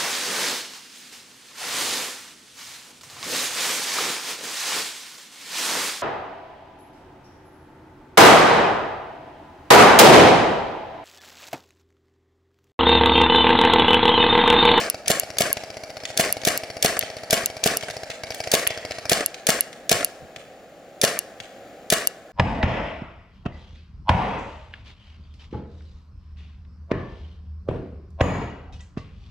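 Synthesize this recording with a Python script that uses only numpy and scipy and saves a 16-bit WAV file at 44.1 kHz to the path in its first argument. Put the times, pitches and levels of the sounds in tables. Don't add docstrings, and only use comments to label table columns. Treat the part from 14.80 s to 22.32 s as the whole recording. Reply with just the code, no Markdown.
import sys
import numpy as np
from scipy import signal
from scipy.fft import rfft, irfft
from scipy.io import wavfile

SR = 44100
rng = np.random.default_rng(int(sys.argv[2]) if len(sys.argv) > 2 else 0)


def bounce(signal):
    frames = np.transpose(np.atleast_2d(signal))
    limited = np.clip(frames, -1, 1)
    pcm = np.round(limited * 32767).astype(np.int16)
    wavfile.write(sys.argv[1], SR, pcm)


N = 331632

# start_s, strength_db, extra_gas_db
SHOTS = [(-.045, -9.5, 1.5), (0.2801, -12, -1), (0.5845, -13, -1), (1.3741, -12.5, 0), (1.6501, -13.5, .5),
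         (2.0254, -11.5, -2), (2.5072, -13, 1), (2.8382, -12.5, 0.5), (3.716, -12.5, 2),
         (4.2953, -12, -0.5), (4.668, -11.5, 0.5), (5.0933, -11.5, 0.5), (6.2142, -12, 0.5),
         (7.1017, -11.5, 0)]
# start_s, level_db
RESETS = [(0.099, -8), (0.3969, -6.5), (0.7281, -7.5), (1.5248, -7), (1.775, -7.5), (2.1912, -6.5),
          (2.6586, -5.5), (2.97, -8), (3.873, -6.5), (4.4603, -6.5), (4.807, -6.5), (5.2457, -5),
          (6.3891, -4.5), (7.2715, -4)]
# (per Hz, relative)
CRACK = [(60, -13.5), (600, 6), (950, -5), (2300, 3.5), (3500, -5), (5000, 1.5), (6700, -5.5), (10000, -14),
         (16000, -19.5)]
# (per Hz, relative)
SMACK = [(100, -19.5), (650, -13.5), (1100, -16), (1900, 5), (3300, 3), (4500, 0.5), (6500, -1.5),
         (9000, -8), (16000, -22.5)]
# freq_hz, likeness (0-1), right_lag_rad, left_over_right_db
PORTS = [(100, 1, -1, -0.5), (350, .97, 0, -0.5), (704, 1, 0, 0.5), (1100, 0.73, 0, 3.5),
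         (1500, 0.92, 0.2, 0.5), (2010, 0.99, -0.8, 0.7), (2580, 0.58, 1.5, 6), (3160, 0, -0.5, -1),
         (3850, 0.46, 0.46, 0), (4700, 1, 0.5, 1.5), (6600, 0.29, 0, 3), (8270, 0.33, -3, 2),
         (12100, 0.77, -2, -0.5)]


def amp(db):
    return 10 ** (np.asarray(db) / 20)


def evened(x):
    return x / np.sqrt(np.mean(x ** 2) + 1e-20)


def read(table, hz, axis=1):
    columns = np.transpose(table)
    return np.interp(np.log(hz + 1), np.log(columns[0] + 1), columns[axis])


def add(mix, start_s, sound):
    at = round(start_s * SR)
    sound = sound[..., max(-at, 0):]
    part = mix[:, max(at, 0):][:, :sound.shape[-1]]
    part += sound[..., :part.shape[1]]


def ports(a, b):
    hz = np.fft.rfftfreq(len(a), 1 / SR)
    likeness = np.clip(read(PORTS, hz), 0, 1)
    side = amp(read(PORTS, hz, axis=3) / 2)
    lag = np.exp(-1j * read(PORTS, hz, axis=2))
    left = rfft(a)
    right = (likeness * left + np.sqrt(1 - likeness ** 2) * 1j * rfft(b)) * lag
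    return irfft(np.array([left * side, right / side]), len(a))


def noise(colour, size):
    white = ports(*rng.standard_normal((2, size)))
    gain = amp(read(colour, np.fft.rfftfreq(size, 1 / SR)))
    return evened(irfft(rfft(white) * gain, size))


def burst(colour, rise_s, hold_s, t60_s, tilt_db_oct=0, size=4096):
    t = np.arange(size) / SR
    tilted = [(hz, db + tilt_db_oct * np.log2(hz)) for hz, db in colour]
    decay = amp(-60 * np.maximum(t - hold_s, 0) / t60_s)
    return noise(tilted, size) * np.minimum(t / rise_s, 1) * decay


def ring(modes, spread, size=3072):
    t = np.arange(size) / SR
    out = np.zeros(size)
    for hz, db, t60_s in modes:
        detuned_hz = hz * (1 + spread * rng.standard_normal())
        out += amp(db - 60 * t / t60_s) * np.sin(2 * np.pi * detuned_hz * t)
    return out


def struck(modes, spread, size=4096):
    hz, db, t60_s = np.transpose(modes)[:, :, None]
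    t = np.arange(size) / SR
    detuned_hz = hz * (1 + spread * rng.standard_normal(hz.shape))
    tones = amp(db - 60 * t / t60_s) * np.sin(2 * np.pi * detuned_hz * t)
    signs = rng.choice([-1, 1], (2, len(hz)))
    return ports(*signs @ tones) * np.linspace(1, 0, size)


def boom(modes, push_s, spread, size=256):
    u = np.minimum(np.arange(size) / (push_s * SR), 1)
    push = np.sin(2 * np.pi * u) * np.sin(np.pi * u)
    return np.convolve(ring(modes, spread), push / abs(push).sum())


def sputter(x, depth_db, grain_s):
    t = np.arange(x.shape[-1]) / SR
    level_db = depth_db * np.interp(t / grain_s, np.arange(256), rng.standard_normal(256))
    return x * evened(amp(level_db))


def marker():
    # (per Hz, relative)
    hammer_colour = [(60, -30), (300, -15), (600, 3.5), (950, -31), (1400, -11), (1800, -11), (3000, -1),
                     (6000, 1), (9000, 0.5), (12000, -6), (16000, -13.5)]
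    gas_colour = [(60, -16.5), (600, 12), (950, -8), (1700, 5), (3200, 1), (5500, 1), (9000, -1.5),
                  (11000, 2.5), (16000, -8)]
    # freq_hz, level_db, t60_s
    clack_modes = [(1733, -13, 0.08), (2370, -8, 0.052), (3510, 0.5, 0.025), (4330, -17, 0.024),
                   (4700, -1, 0.012), (4930, -1, 0.014), (5590, 1, 0.017), (6330, 7, 0.0083),
                   (6770, -2, 0.0081), (10630, 7.5, 0.014), (14800, -1, .018)]
    # freq_hz, level_db, t60_s
    receiver_modes = [(1087, -5.5, 0.26), (1148, -13.5, 0.43), (1320, -18, 0.13), (1672, 0.5, 0.113),
                      (2250, 6, 0.032), (2864, 4.5, 0.1), (3030, -5.5, 0.41), (3458, 6, 0.046),
                      (4330, 5.5, 0.057), (4430, 0.5, 0.035), (5650, -21, 0.049), (7530, -1, 0.2)]
    # freq_hz, level_db, t60_s
    housing_modes = [(157, -5.5, 0.04), (225, -9, 0.034), (375, -17, 0.045), (450, -7.5, 0.033),
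                     (616, -10.5, 0.025), (683, -1, 0.036), (736, -5.5, 0.027)]
    slide_s, gas_s, thump_s, rebound_s, recock_s, vent_s = .008, .0192, .0218, .0262, .0345, .042
    hammer_db, clack_db, slide_db, gas_db, thump_db = -4, -7, -13.5, -2.5, 5
    rebound_db, recock_db, receiver_db, vent_db = -5, -2.5, -16.5, -16
    out = np.zeros((2, N))
    for s, db, extra_db in SHOTS:
        hammer = burst(hammer_colour, rise_s=0.00063, hold_s=0.0043, t60_s=0.015)
        add(out, s, amp(db + hammer_db) * hammer)
        add(out, s + .0003, amp(db + clack_db) * struck(clack_modes, spread=0.014))
        slide = burst(gas_colour, rise_s=0.0045, hold_s=0.0094, t60_s=0.042)
        add(out, s + slide_s, amp(db + slide_db) * slide)
        gas = burst(gas_colour, rise_s=0.0019, hold_s=0.0078, t60_s=0.061)
        gas = sputter(gas, depth_db=2.5, grain_s=0.001507)
        add(out, s + gas_s, amp(db + extra_db + gas_db) * gas)
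        thump = -boom(housing_modes, push_s=0.0024, spread=0.0094)
        add(out, s + thump_s, amp(db + thump_db) * thump)
        add(out, s + rebound_s, amp(db + rebound_db) * thump)
        recock_at = s + recock_s + .0005 * rng.standard_normal()
        recock = burst(hammer_colour, rise_s=0.00027, hold_s=0.0019, t60_s=0.014)
        add(out, recock_at, amp(db + recock_db) * recock)
        add(out, recock_at, amp(db + receiver_db) * struck(receiver_modes, spread=0.0035, size=8192))
        vent = burst(CRACK, rise_s=0.017, hold_s=0.024, t60_s=0.24, size=12000)
        vent = sputter(vent, depth_db=4.5, grain_s=0.0034)
        add(out, s + vent_s, amp(db + extra_db + vent_db) * vent)
    return out


def air():
    # (per Hz, relative)
    air_colour = [(15, -46.5), (25, -24.5), (175, -15), (195, -13.5), (326, -13), (439, -12.5), (516, -5.5),
                  (790, -9), (911, -28.5), (1290, -21), (2610, -27), (6210, -37), (6920, -30.5),
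                  (7920, -39), (16000, -41)]
    # time_s, level_db
    air_levels = [(4.5, -45), (5.3, -44), (5.9, -46), (6.9, -43.5), (7.5, -46.5)]
    level_db = np.interp(np.arange(N) / SR, *np.transpose(air_levels))
    return noise(air_colour, N) * amp(level_db)


def scatter(x, bands, onset_s, per_s, size=65536):
    taps = rng.standard_normal((2, size)) * (rng.random((2, size)) < per_s / SR)
    hz, t, z = signal.stft(taps, SR, nperseg=256)
    likeness = np.clip(read(PORTS, hz), 0, 1)[:, None]
    z[1] = likeness * z[0] + np.sqrt(1 - likeness ** 2) * z[1]
    fade = amp(-60 * t / read(bands, hz, axis=2)[:, None]) * np.minimum(t / onset_s, 1)
    fade *= amp(read(bands, hz))[:, None] / np.sqrt(np.mean(fade ** 2, 1, keepdims=True))
    tail = signal.istft(z * fade, SR, nperseg=256)[1] / np.linalg.norm(taps[0])
    return signal.fftconvolve(x, tail, axes=1)[:, :N]


def feeder():
    # (per Hz, relative)
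    rustle_colour = [(60, -20.5), (250, -1), (450, 4.5), (700, 10), (930, -27), (1150, -1.5), (1800, 3),
                     (2800, -9.5), (5000, -16), (9000, -8.5), (16000, -49)]
    # freq_hz, level_db, t60_s
    wall_modes = [(527, -2.5, 0.03), (1145, -7, 0.059), (1768, 0, 0.031), (2290, -5, 0.023)]
    # start_s, level_db
    knocks = [(.049, -29), (2.1676, -22.5), (2.936, -27), (3.083, -27), (4.3726, -21.5), (4.406, -20),
              (5.207, -23), (5.228, -24.5), (6.346, -39)]
    rustle_db, held_share = -30, .89
    tumble_db, tumble_range_db = -34.5, 11.5
    out, t = np.zeros((2, N)), np.arange(16384) / SR
    for (s, _, _), (back_s, _) in zip(SHOTS, RESETS):
        run_s = held_share * (back_s - s)
        decay = amp(-25 * t - 60 * np.maximum(t - run_s, 0) / 0.051)
        turning = np.clip((t - .03) / 0.015, 0, 1) * decay
        add(out, s, amp(rustle_db) * turning * noise(rustle_colour, len(t)))
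        for when, hardness in rng.random((9, 2)):
            knock = struck(wall_modes, spread=0.081, size=1536)
            add(out, s + .045 + when * (run_s - .04), amp(tumble_db + tumble_range_db * hardness) * knock)
    for s, db in knocks:
        add(out, s, amp(db) * burst(rustle_colour, rise_s=0.00086, hold_s=0.0026, t60_s=0.046))
        edge = burst(SMACK, rise_s=.0007, hold_s=.002, t60_s=.025)
        add(out, s, amp(db - 8) * edge)
    return out


def trigger():
    # (per Hz, relative)
    snap_colour = [(60, -17), (300, -19), (550, -18), (950, -28), (2200, -35), (2800, -5), (3400, -21),
                   (4400, 2), (7000, 5.5), (9400, -5), (11000, 19), (13000, -4), (16000, 1)]
    # freq_hz, level_db, t60_s
    spring_modes = [(2795, 0, 0.043), (4540, 5, 0.014), (6430, 11, 0.0044), (7680, -5, 0.026),
                    (10200, 2.5, .035), (11160, 22, 0.0063), (13200, 23.5, 0.0033)]
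    out = np.zeros((2, N))
    for s, db in RESETS:
        snap = burst(snap_colour, rise_s=.0001, hold_s=.0004, t60_s=.0035)
        rattle = burst(snap_colour, rise_s=0.0015, hold_s=0.0017, t60_s=0.015)
        add(out, s + .0009, amp(db) * snap + amp(db - 18.5) * rattle)
        ping_db = db - 22.5 + 2.2 * rng.standard_normal()
        add(out, s + .001, amp(ping_db) * struck(spring_modes, spread=0.0048))
    return out


def rapid_fire():
    # start_s, shot_count, level_db
    runs = [(.1432, 1, -25.5), (.2734, 1, -24.5), (.432, 44, -27), (3.4342, 2, -25), (3.6023, 2, -24.5),
            (3.904, 2, -23.5), (4.0493, 1, -24), (4.1082, 1, -25.5), (4.1835, 2, -24)]
    gap_s, first_lag_s, uneven_db = .0666, .0032, 1.63
    shots = []
    for start_s, count, db in runs:
        for k in range(round(count)):
            shot_s = start_s + k * gap_s + first_lag_s * (k > 0)
            shots.append((shot_s, db + uneven_db * rng.standard_normal()))
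    return shots


def second_marker(shots):
    # freq_hz, level_db, t60_s
    thump_modes = [(111, -4.5, 0.041), (279, -19.5, 0.048), (479, -19, 0.068), (649, 1.5, 0.025)]
    # freq_hz, level_db, t60_s
    clink_modes = [(2260, -2.5, 0.028), (4620, 0.5, 0.021), (5210, -1.5, 0.019), (5560, -3, 0.016),
                   (10700, -6.5, 0.021)]
    out = np.zeros((2, N))
    for s, db in shots:
        add(out, s + 0.00029, amp(db + 7.0) * boom(thump_modes, push_s=0.0022, spread=0.023))
        crack = burst(CRACK, rise_s=0.00062, hold_s=0.0019, t60_s=0.021, size=2048)
        add(out, s + .0005, amp(db - 3.5) * crack)
        add(out, s + 0.0032, amp(db - 8) * struck(clink_modes, spread=0.0316, size=2048))
        add(out, s + 0.011, amp(db - 11.0) * struck(clink_modes, spread=.04, size=2048))
    return out


def paint(shots):
    # start_s, level_db, tilt_db_oct
    smacks = [(1.253, -22.5, 0), (2.21, -23.5, 1.5), (2.226, -24.5, -3.5), (3.0093, -30.5, 1),
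              (3.108, -29, 3), (3.545, -28, 11.5), (3.8678, -18.5, -5), (4.119, -27, -2),
              (4.929, -35.5, 0.5), (5.5611, -30, -2), (6.6017, -29, -1.5)]
    # freq_hz, level_db, t60_s
    wood_modes = [(1873, 0.5, 0.02), (3110, -3.5, 0.026), (3450, -1, 0.0236), (4270, -4, 0.0245)]
    flight_s, flight_range_s = 0.11, .23
    landing_db, landing_range_db = -49, 23.5
    out = np.zeros((2, N))
    for s, db, tilt in smacks:
        smack = burst(SMACK, rise_s=0.0004, hold_s=0.00089, t60_s=0.029, tilt_db_oct=tilt, size=2048)
        add(out, s, amp(db) * smack)
        add(out, s, amp(db - 3.5) * struck(wood_modes, spread=0.018, size=2048))
    for (s, _), (flight, hardness, dullness) in zip(shots, rng.random((len(shots), 3))):
        tick = burst(SMACK, rise_s=0.0011, hold_s=0.0015, t60_s=0.035, tilt_db_oct=-3 * dullness, size=2048)
        tick_db = landing_db + landing_range_db * hardness ** 2
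        add(out, s + flight_s + flight_range_s * flight, amp(tick_db) * tick)
    return out


def hand():
    # start_s, level_db
    bumps = [(5.135, -29), (5.42, -41.5), (5.444, -43), (5.565, -45), (6.603, -47.5)]
    # (per Hz, relative)
    bump_colour = [(30, -20), (100, 8), (160, 2), (300, -26), (1000, -45), (16000, -80)]
    out = np.zeros((2, N))
    for s, db in bumps:
        add(out, s, amp(db) * burst(bump_colour, rise_s=0.0037, hold_s=0.0075, t60_s=0.08))
    return out


def scene():
    # freq_hz, level_db, t60_s
    trunk_bands = [(80, -12, 0.31), (397, -15.5, 0.7), (697, -10.5, 0.2), (1100, -4.5, 0.061),
                   (2000, -6.5, 0.39), (5300, -10.5, 0.39), (8500, -7.5, 0.25), (14900, -15, 0.28)]
    forest_bands = [(80, -42, 0.98), (600, -16, 1.7), (1100, -12, 1.06), (1720, -15, 2), (2340, -23, 1.16),
                    (5000, -22, 0.89), (8950, -18.5, 0.63), (15000, -27, 0.58)]
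    far_shots = rapid_fire()
    near, far, hits = marker(), second_marker(far_shots), paint(far_shots)
    handling = trigger() + feeder() + hand()
    trunks = scatter(near, trunk_bands, onset_s=0.031, per_s=1100)
    far_trunks = scatter(amp(4.0) * far + amp(4.5) * hits, trunk_bands, onset_s=0.015, per_s=380)
    to_forest = near + amp(12.5) * far + amp(12.5) * hits
    forest = scatter(to_forest, forest_bands, onset_s=0.038, per_s=1500)
    return near + far + hits + handling + trunks + far_trunks + forest + air()


def record(dry):
    edge_hz, ceiling = 16200, .85
    rounded = dry / (1 + (dry / ceiling) ** 6) ** (1 / 6)
    low_pass = signal.firwin(301, edge_hz, window=("kaiser", 7), fs=SR)
    return signal.oaconvolve(rounded, low_pass[None], "same")


dry = scene()
out = record(dry)
bounce(out)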